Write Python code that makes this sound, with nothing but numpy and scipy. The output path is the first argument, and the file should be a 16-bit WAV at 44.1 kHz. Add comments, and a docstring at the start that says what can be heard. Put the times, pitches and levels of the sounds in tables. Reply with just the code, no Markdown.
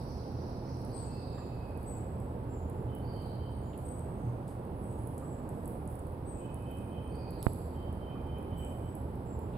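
"""First comes a run of buzzy warbles from a far bird, blurred by wet woods beside a flooded pond.
Small birds nearby give thin calls that rise and fall, and others whistle far off. The rain is over,
but water still ticks on the leaves and plops across the pond, and one drop thumps onto the right
microphone's port (its small opening). Under it all lie the drone of distant traffic and a faint hiss."""
import sys
import numpy as np
from scipy import signal
from scipy.fft import rfft, irfft
from scipy.io import wavfile

SR = 44100
rng = np.random.default_rng(int(sys.argv[2]) if len(sys.argv) > 2 else 0)


def wav_out(sig):
    """Save sig, one row per channel (or a flat mono array), as 16-bit PCM at SR to the path in sys.argv[1]."""
    wavfile.write(sys.argv[1], SR, np.round(np.clip(np.atleast_2d(sig).T, -1, 1) * 32767).astype(np.int16))


N = 422037

# Levels in the tables are relative: later steps turn them up or down.
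# thin arched calls of the near birds: t/s, top f/Hz, fall/Hz, level/dB
CALLS = [(.92, 8360, 1910, -65), (1.316, 7550, 1000, -70), (1.85, 8070, 1100, -63.5),
         (2.478, 7530, 1100, -68), (3.833, 8320, 704, -67), (4.8, 8200, 500, -74.5),
         (5.22, 7850, 1090, -69.5), (6.245, 8310, 1650, -67.5), (7.375, 8100, 1120, -70),
         (7.558, 7620, 400, -75), (8.554, 8020, 900, -70), (8.83, 8020, 450, -75.5),
         (9.247, 7640, 600, -70)]
CALL_S, CALL_FALL_HZ_PER_S = .11, 35000   # a call lasts longer the further it falls
# far songs: t/s, number of notes, first f/Hz, step per note/Hz, note length/s, wobble/Hz,
# level/dB, growth per note/dB
SONGS = [(1.02, 3, 2624, -42, 0.274, 34, -69.5, 1), (2.868, 3, 3060, 10, 0.12, 36, -64, -0.3),
         (6.308, 4, 2552, -22, 0.29, 58, -68, -.4), (6.385, 3, 3036, 20, .13, 30, -66, 2.4),
         (7.719, 4, 3110, -17.5, .19, 24, -65.5, 2.0), (8.079, 3, 2460, 10, .085, 65, -66.5, 0)]
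NOTE_BEAT_S = .255   # all songs keep this beat
# lone, very high whistles: t/s, f/Hz, level/dB
THIN_WHISTLES = [(3.476, 8730, -80), (3.6, 7160, -73.5), (4.15, 6520, -78), (4.726, 10980, -83),
                 (4.86, 6840, -81), (4.95, 10630, -78.5), (6.75, 8840, -81.5), (7.0, 8720, -79)]
THIN_S, THIN_SAG_HZ, THIN_WOBBLE_HZ = 0.154, 129, 110
# buzzy warbles, a run and then two alone: t/s, length/s, top f/Hz, depth of the swing/Hz, level/dB
WARBLES = [(-.25, 0.29, 6030, 1750, -58.5), (0.019, 0.29, 6120, 1800, -59.5),
           (0.319, .3, 6030, 1750, -61.5), (0.619, 0.24, 6200, 1900, -60.5), (0.881, .15, 5050, 850, -60),
           (1.06, .36, 5025, 850, -61), (2.999, 0.36, 4850, 420, -63.5), (7.075, 0.4, 4900, 461, -64.5)]
WARBLE_RISE_HZ, WARBLE_FALL_HZ, WARBLE_WIDENS_HZ, WARBLE_FADE_DB = 450, 400, 750, 7
# heavier drops striking leaves: t/s, level/dB, f/Hz
DRIPS = [(1.83, -51, 10500), (2.6983, -48, 10800), (2.9507, -47, 11100), (3.7772, -47.5, 10700),
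         (3.994, -46.5, 8130), (4.4807, -50.5, 8200), (5.0733, -45, 10400), (5.1801, -43, 8240),
         (5.4912, -47.5, 8050), (5.657, -45, 8590), (5.678, -38.5, 10800), (5.876, -45, 8280),
         (5.955, -48, 10900), (5.9928, -48, 8580), (6.544, -48.5, 10700), (6.7126, -47.5, 10900),
         (7.3067, -47.5, 11100), (7.4282, -34.5, 10600), (7.5333, -47, 10800), (8.6482, -48, 8410),
         (8.9526, -47, 10800)]
LEFT_TICK_HZ, RIGHT_TICK_HZ = 8600, 10800   # lighter drops tick near the pitch of their side's port
# hollow plops from across the water: t/s, level/dB
PLOPS = [(1.372, -52.5), (4.085, -65), (5.212, -57), (8.145, -58)]
# the bands a plop rings in: f/Hz, width/octaves, level/dB
PLOP_RINGS = [(1186, 0.23, -1), (1780, .27, -12.5)]
# drops bursting into bright spray: t/s, level/dB
SPRAYS = [(5.672, -72), (5.895, -72), (7.43, -75), (8.57, -71)]
# soft rustles of wet leaves: t/s, f/Hz, width/octaves, time to peak/s, level/dB
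RUSTLES = [(.67, 2100, 0.45, .012, -71), (3.728, 3000, .28, 0.0074, -66), (4.47, 4500, 2.3, 0.02, -72.5),
           (9.525, 2800, 0.69, .03, -69.5)]
# a branch sheds its water: t/s, level/dB
FLURRIES = [(-.1, -74), (.72, -74.5), (1.78, -73), (3.1, -73), (3.75, -71.5), (4.88, -74), (5.5, -71.5),
            (6.65, -74), (7.42, -72), (8.6, -70.5)]
# the roar of distant traffic, from low to high: f/Hz, level/dB
ROAR = [(15, -22), (33, -9.5), (48, -1), (100, -4.5), (150, -2), (210, -4.5), (330, -7.5), (500, -9),
        (680, -13.5), (900, -15), (1250, -25), (1900, -35.5), (3300, -46), (6000, -76)]
# engine drones within the roar: f/Hz, half-width/Hz, level/dB
DRONES = [(78.5, 14.2, -46), (119, 9.3, -45), (260.6, 22, -56.5), (367, 7.1, -64), (472, 26, -61.5),
          (867, 124, -60)]
# slow swell of the two deepest drones: t/s, lower drone's level/dB, upper drone's level/dB
DRONE_SWELLS = [(0, 3, -0.5), (1.5, 0, -0.5), (2.7, 3, 1.5), (4.2, -1, 2), (5.5, -1, -3.5), (6.7, 0.5, -1),
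                (8.3, 4.5, -3), (9.57, 0.5, -4)]
# the hush of the woods, from low to high: f/Hz, level/dB
HUSH = [(1000, -5), (2500, 8), (3500, 4.5), (5000, 3.5), (6000, -2.5), (8000, -11.5), (11000, -8),
        (16000, -3.5)]
# how alike the background is on left and right: f/Hz, likeness (1 = the same)
LIKENESS = [(60, 0.98), (130, 0.99), (290, 0.97), (640, 0.91), (1410, -0.17), (3100, -0.1), (6820, 0.01),
            (15000, 0.0)]
# bands that each microphone port lifts or lowers: f/Hz, width/Hz, gain/dB
LEFT_PORT = [(4900, 980, 0), (6060, 1300, -11), (8354, 1620, 18), (11300, 4400, 6)]
RIGHT_PORT = [(4900, 1500, 1.5), (5900, 1500, -6), (7960, 800, -0.5), (9550, 1100, -7), (10880, 2220, 19.5)]


def near_birds(rise=0.088, crest=.25, fade_db=18):
    """Each call climbs quickly to its top, where it is loudest, then curves down and fades."""
    sung, in_sight = np.zeros((2, N))
    for s, top_hz, fall_hz, db in CALLS:
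        count = int((CALL_S + fall_hz / CALL_FALL_HZ_PER_S) * SR)
        before, after = arch(count, crest)
        hz = top_hz * (1 - rise * before ** 2) - fall_hz * after ** 1.8
        soft_edges = signal.windows.tukey(count, .15)
        loudness = from_db(db - fade_db * (before ** 2 + 0.4 * after ** 2)) * soft_edges
        # fainter birds sit deeper in the leaves, which block their straight path
        hidden = np.interp(db, [-78, -62], [1, 0])
        call = bird_tone(hz, loudness, waver=0.0055 + .007 * hidden)
        add(sung, s, call)
        add(in_sight, s, call * from_db(-3.0 - 12 * hidden))
    echoes = woods(sung, direct_db=-34, early_db=-5.5, late_db=-7.5, early_s=0.43, late_s=1.4)
    return (in_sight + echoes) * pan(2.6)


def warblers(swings_per_s=31, high_db=2.5, uneven=.22, crest=.25):
    """Each warble climbs, then sinks and fades, dipping fast in pitch; mostly its echoes arrive."""
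    lead = SR // 2   # the song is already under way
    out = np.zeros(lead + N)
    for s, length, top_hz, depth_hz, db in WARBLES:
        count = int(length * SR)
        before, after = arch(count, crest)
        turns = np.cumsum(swings_per_s * (1 + .3 * drift(30.08, count))) / SR
        dip = np.abs(2 * (turns % 1) - 1) * (1 + uneven * drift(301.2, count))
        arch_hz = top_hz - WARBLE_RISE_HZ * before ** 2 - WARBLE_FALL_HZ * after ** 2
        hz = arch_hz - (depth_hz + WARBLE_WIDENS_HZ * after) * dip
        level_db = db + high_db * (1 - 2 * dip) - WARBLE_FADE_DB * after
        loudness = from_db(level_db) * signal.windows.tukey(count, .4)
        add(out, s + lead / SR, bird_tone(hz, loudness, waver=.009))
    heard = woods(out, direct_db=-7.5, early_db=-5.5, late_db=-0.5, early_s=0.43, late_s=2.1)
    return heard[:, lead:] * pan(-2)


def whistlers():
    """Far birds whistle songs on an even beat, and lone high notes; the trees draw them out."""
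    out = np.zeros(N)
    for s, notes, first_hz, step_hz, length, wobble_hz, db, growth_db in SONGS:
        for k in range(round(notes)):
            note = whistle(length, first_hz + k * step_hz, step_hz, wobble_hz, db + k * growth_db)
            add(out, s + k * NOTE_BEAT_S, note)
    for s, hz, db in THIN_WHISTLES:
        add(out, s, whistle(THIN_S, hz, -THIN_SAG_HZ, THIN_WOBBLE_HZ, db))
    return woods(out, direct_db=-6.0, early_db=-7.5, late_db=-2.0, early_s=0.34, late_s=1.55) * pan(-3.5)


def whistle(length, pitch_hz, glide_hz, wobble_hz, db, hoarse_hz=170, hoarse_db=-9.5):
    """One nearly level note; a quieter, shakier tone on top makes it hoarse."""
    hz = pitch_hz + glide_hz * np.linspace(-.5, .5, int(length * SR))
    loudness = from_db(db) * signal.windows.tukey(len(hz), .6)
    clear = bird_tone(hz, loudness, wobble_hz / pitch_hz)
    return clear + from_db(hoarse_db) * bird_tone(hz, loudness, hoarse_hz / pitch_hz)


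def bird_tone(hz, loudness, waver):
    """A bird's voice: a pure tone on a slightly unsteady pitch."""
    pitch = hz * (1 + waver * drift(219.9, len(hz)))
    return np.sqrt(2) * loudness * np.sin(2 * np.pi * np.cumsum(pitch) / SR)


def drips(tick_db=-4.0, tick_s=0.00044, splash_db=-21, splash_s=0.013, side_db=5):
    """A drop snaps on a leaf and throws a short splash."""
    out, t = np.zeros((2, N)), np.arange(SR // 16) / SR
    for s, db, hz in list(DRIPS) + light_drips():
        snap, splash = rng.standard_normal((2, len(t)))
        hit = snap * np.exp(-t / tick_s) + from_db(splash_db) * splash * np.exp(-t / splash_s)
        hit = butter(hit, [hz * 0.79, hz * 1.36], "band")
        # drops tick lower on the left and higher on the right, ringing at each microphone port's pitch
        sides = pan(np.interp(hz, [8200, 10800], [side_db, -side_db]))
        for track, gain in zip(out, sides):
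            add(track, s, gain * from_db(db + tick_db) * hit / np.abs(hit).max())
    return woods(out, direct_db=0, early_db=-11, late_db=-3.5, early_s=0.44, late_s=1.0)


def light_drips(count=20, db=-53.5, spread_db=0.5, left_share=.2):
    """Small drops at random moments, to the left or right: rows like those of DRIPS."""
    rows = []
    for when, size, side in rng.random((count, 3)):
        hz = LEFT_TICK_HZ if side < left_share else RIGHT_TICK_HZ
        rows.append((when * N / SR, db + spread_db * (2 * size - 1), hz))
    return rows


def drop_on_port(at_s=7.467, peak_db=-6.0, leak_s=0.0041, soft_hz=1600, low_hz=68):
    """A drop seals the right port: the pressure jumps, leaks away and swings below normal."""
    out, t = np.zeros((2, N)), np.arange(SR // 10) / SR
    push = butter(np.exp(-t / leak_s), soft_hz, "low", order=3)
    push = butter(push, low_hz, "high")
    add(out[1], at_s, from_db(peak_db) * push / push.max())
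    return out


def splashes(knock_s=0.00111, knock_db=-14.5):
    """Hollow plops, bright sprays and soft rustles; the heaviest drop also knocks its leaf."""
    out = np.zeros(N)
    for s, db in PLOPS:
        for hz, octaves, ring_db in PLOP_RINGS:
            add(out, s, burst(hz, octaves, swell_s=0.012, db=db + ring_db))
    for s, db in SPRAYS:
        add(out, s, burst(hz=12900, octaves=1, swell_s=0.015, db=db))
    for s, hz, octaves, swell_s, db in RUSTLES:
        add(out, s, burst(hz, octaves, swell_s, db))
    s, db, _ = max(DRIPS, key=lambda drip: drip[1])
    add(out, s - knock_s, burst(hz=4600, octaves=0.65, swell_s=knock_s, db=db + knock_db))
    return woods(out, direct_db=0.5, early_db=-4.5, late_db=-5.5, early_s=0.23, late_s=0.97) * pan(-5.5)


def patter(per_s=1200, spread_db=5.0, steady_db=-79.5, gain_db=-5):
    """Countless tiny droplets all around, growing louder when a branch sheds its water."""
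    t = np.arange(N) / SR
    flurries = sum((from_db(db) * swell(t - s, peak_s=0.1)) ** 2 for s, db in FLURRIES)
    level = from_db(gain_db) * np.sqrt(from_db(steady_db) ** 2 + flurries)
    sizes = from_db(spread_db * np.minimum(rng.exponential(1, (2, N)), 5))
    signs = rng.choice([-1, 1], (2, N))
    ticks = sizes * signs * (rng.random((2, N)) < per_s / SR)
    blur = 0.82 * rng.standard_normal((2, N))
    return level * unit_power(butter(unit_power(ticks) + blur, [7000, 15500], "band", order=1))


def traffic(roar_db=-41.5, swell_db=0.5):
    """A far roar, dulled by distance, with a few engine drones standing out of it."""
    roar = from_db(roar_db) * open_air(lambda hz: from_db(at_hz(ROAR, hz))) * pan(-3.5)
    drones = [from_db(db) * open_air(lambda hz: 1 / (1 + ((hz - centre) / width) ** 2))
              for centre, width, db in DRONES]
    s, *swells = np.transpose(DRONE_SWELLS)
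    for k, level in enumerate(swells):
        drones[k] *= from_db(np.interp(np.arange(N) / SR, s, level))
    return (roar + sum(drones) * pan(-2.1)) * from_db(swell_db * drift(4, N))


def hush(level_db=-73):
    """Smooth, faint hiss of far leaves and far birds."""
    return from_db(level_db) * open_air(lambda hz: from_db(at_hz(HUSH, hz))) * pan(-1.3)


def open_air(gain, lag_s=0.00025):
    """Stereo noise shaped by gain(hz), alike in the bass and reaching the left side later."""
    hz = np.fft.rfftfreq(N, 1 / SR)
    alike = np.clip(at_hz(LIKENESS, hz), 0, 1)
    mid, side = rfft(rng.standard_normal((2, N)))
    pair = gain(hz) * (np.sqrt(1 + alike) * mid + np.sqrt(1 - alike) * side * [[1], [-1]])
    pair[0] *= np.exp(-2j * np.pi * hz * lag_s)
    return unit_power(irfft(pair, N))


def woods(x, direct_db, early_db, late_db, early_s, late_s):
    """The straight path, quick echoes off near trunks and leaves, and a long tail from the wood."""
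    t = np.arange(2 * SR) / SR
    early, late = rng.standard_normal((2, 2, len(t))) * (1 - np.exp(-t / 0.0096))
    early = from_db(early_db) * unit_power(early * from_db(-60 * t / early_s))
    late = from_db(late_db) * unit_power(late * from_db(-60 * t / late_s))
    echoes = signal.fftconvolve(np.atleast_2d(x), (early + late) / np.sqrt(len(t)), axes=1)
    return from_db(direct_db) * x + echoes[:, :x.shape[-1]]


def port(x, bands):
    """The small hollow in front of a microphone lifts some of the treble and lowers some."""
    for hz, width_hz, db in bands:
        middle = -2 * np.cos(2 * np.pi * hz / SR)
        half, g = np.tan(np.pi * width_hz / SR), from_db(db / 2)
        x = signal.lfilter([1 + half * g, middle, 1 - half * g], [1 + half / g, middle, 1 - half / g], x)
    return x


def burst(hz, octaves, swell_s, db):
    """A short puff of noise in one band."""
    t = np.arange(SR // 4) / SR
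    band = butter(rng.standard_normal(len(t)), hz * 2 ** (octaves * np.array([-.5, .5])), "band")
    return from_db(db) * unit_power(band) * swell(t, swell_s)


def swell(t, peak_s):
    """Rise to 1 at peak_s, then die away."""
    u = np.maximum(t, 0) / peak_s
    return u * np.exp(1 - u)


def arch(count, crest):
    """Distance from the top of a note: 1 to 0 before it, 0 to 1 after it."""
    u = np.linspace(0, 1, count)
    return np.clip(1 - u / crest, 0, 1), np.clip((u - crest) / (1 - crest), 0, 1)


def drift(per_s, count):
    """A random wander around zero, roughly 1 either way."""
    at = np.arange(count) * per_s / SR
    return np.interp(at, np.arange(4096), rng.standard_normal(4096))


def from_db(db):
    """Turn decibels into a gain."""
    return 10 ** (np.asarray(db) / 20)


def unit_power(x):
    """Scale to an average power of 1."""
    return x / np.sqrt(np.mean(x ** 2) + 1e-20)


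def pan(left_db):
    """Two gains that make the left side left_db louder than the right."""
    return from_db(np.array([[left_db], [-left_db]]) / 2)


def at_hz(points, hz):
    """Read between a table's rows, giving each octave equal room."""
    f, value = np.transpose(points)
    return np.interp(np.log(hz + 1), np.log(f), value)


def butter(x, hz, kind, order=2):
    """A filter that keeps the lows, the highs or one band."""
    sections = signal.butter(order, np.clip(hz, 10, .48 * SR), kind, fs=SR, output="sos")
    return signal.sosfilt(sections, x + 1e-18)


def add(track, s, sound):
    """Mix a sound into a track at s seconds."""
    start = max(round(s * SR), 0)
    track[start:start + len(sound)] += sound[:len(track) - start]


def scene():
    """Birds and dripping leaves over the far traffic."""
    birds = near_birds() + whistlers() + warblers()
    water = drips() + patter() + splashes() + drop_on_port()
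    return birds + water + traffic() + hush()


def record(dry, cutoff_hz=15800):
    """Each port colours its own side, and the highest treble is cut off."""
    heard = np.array([port(dry[0], LEFT_PORT), port(dry[1], RIGHT_PORT)])
    return signal.sosfilt(signal.ellip(12, .1, 80, cutoff_hz, fs=SR, output="sos"), heard)


dry = scene()
out = record(dry)
wav_out(out)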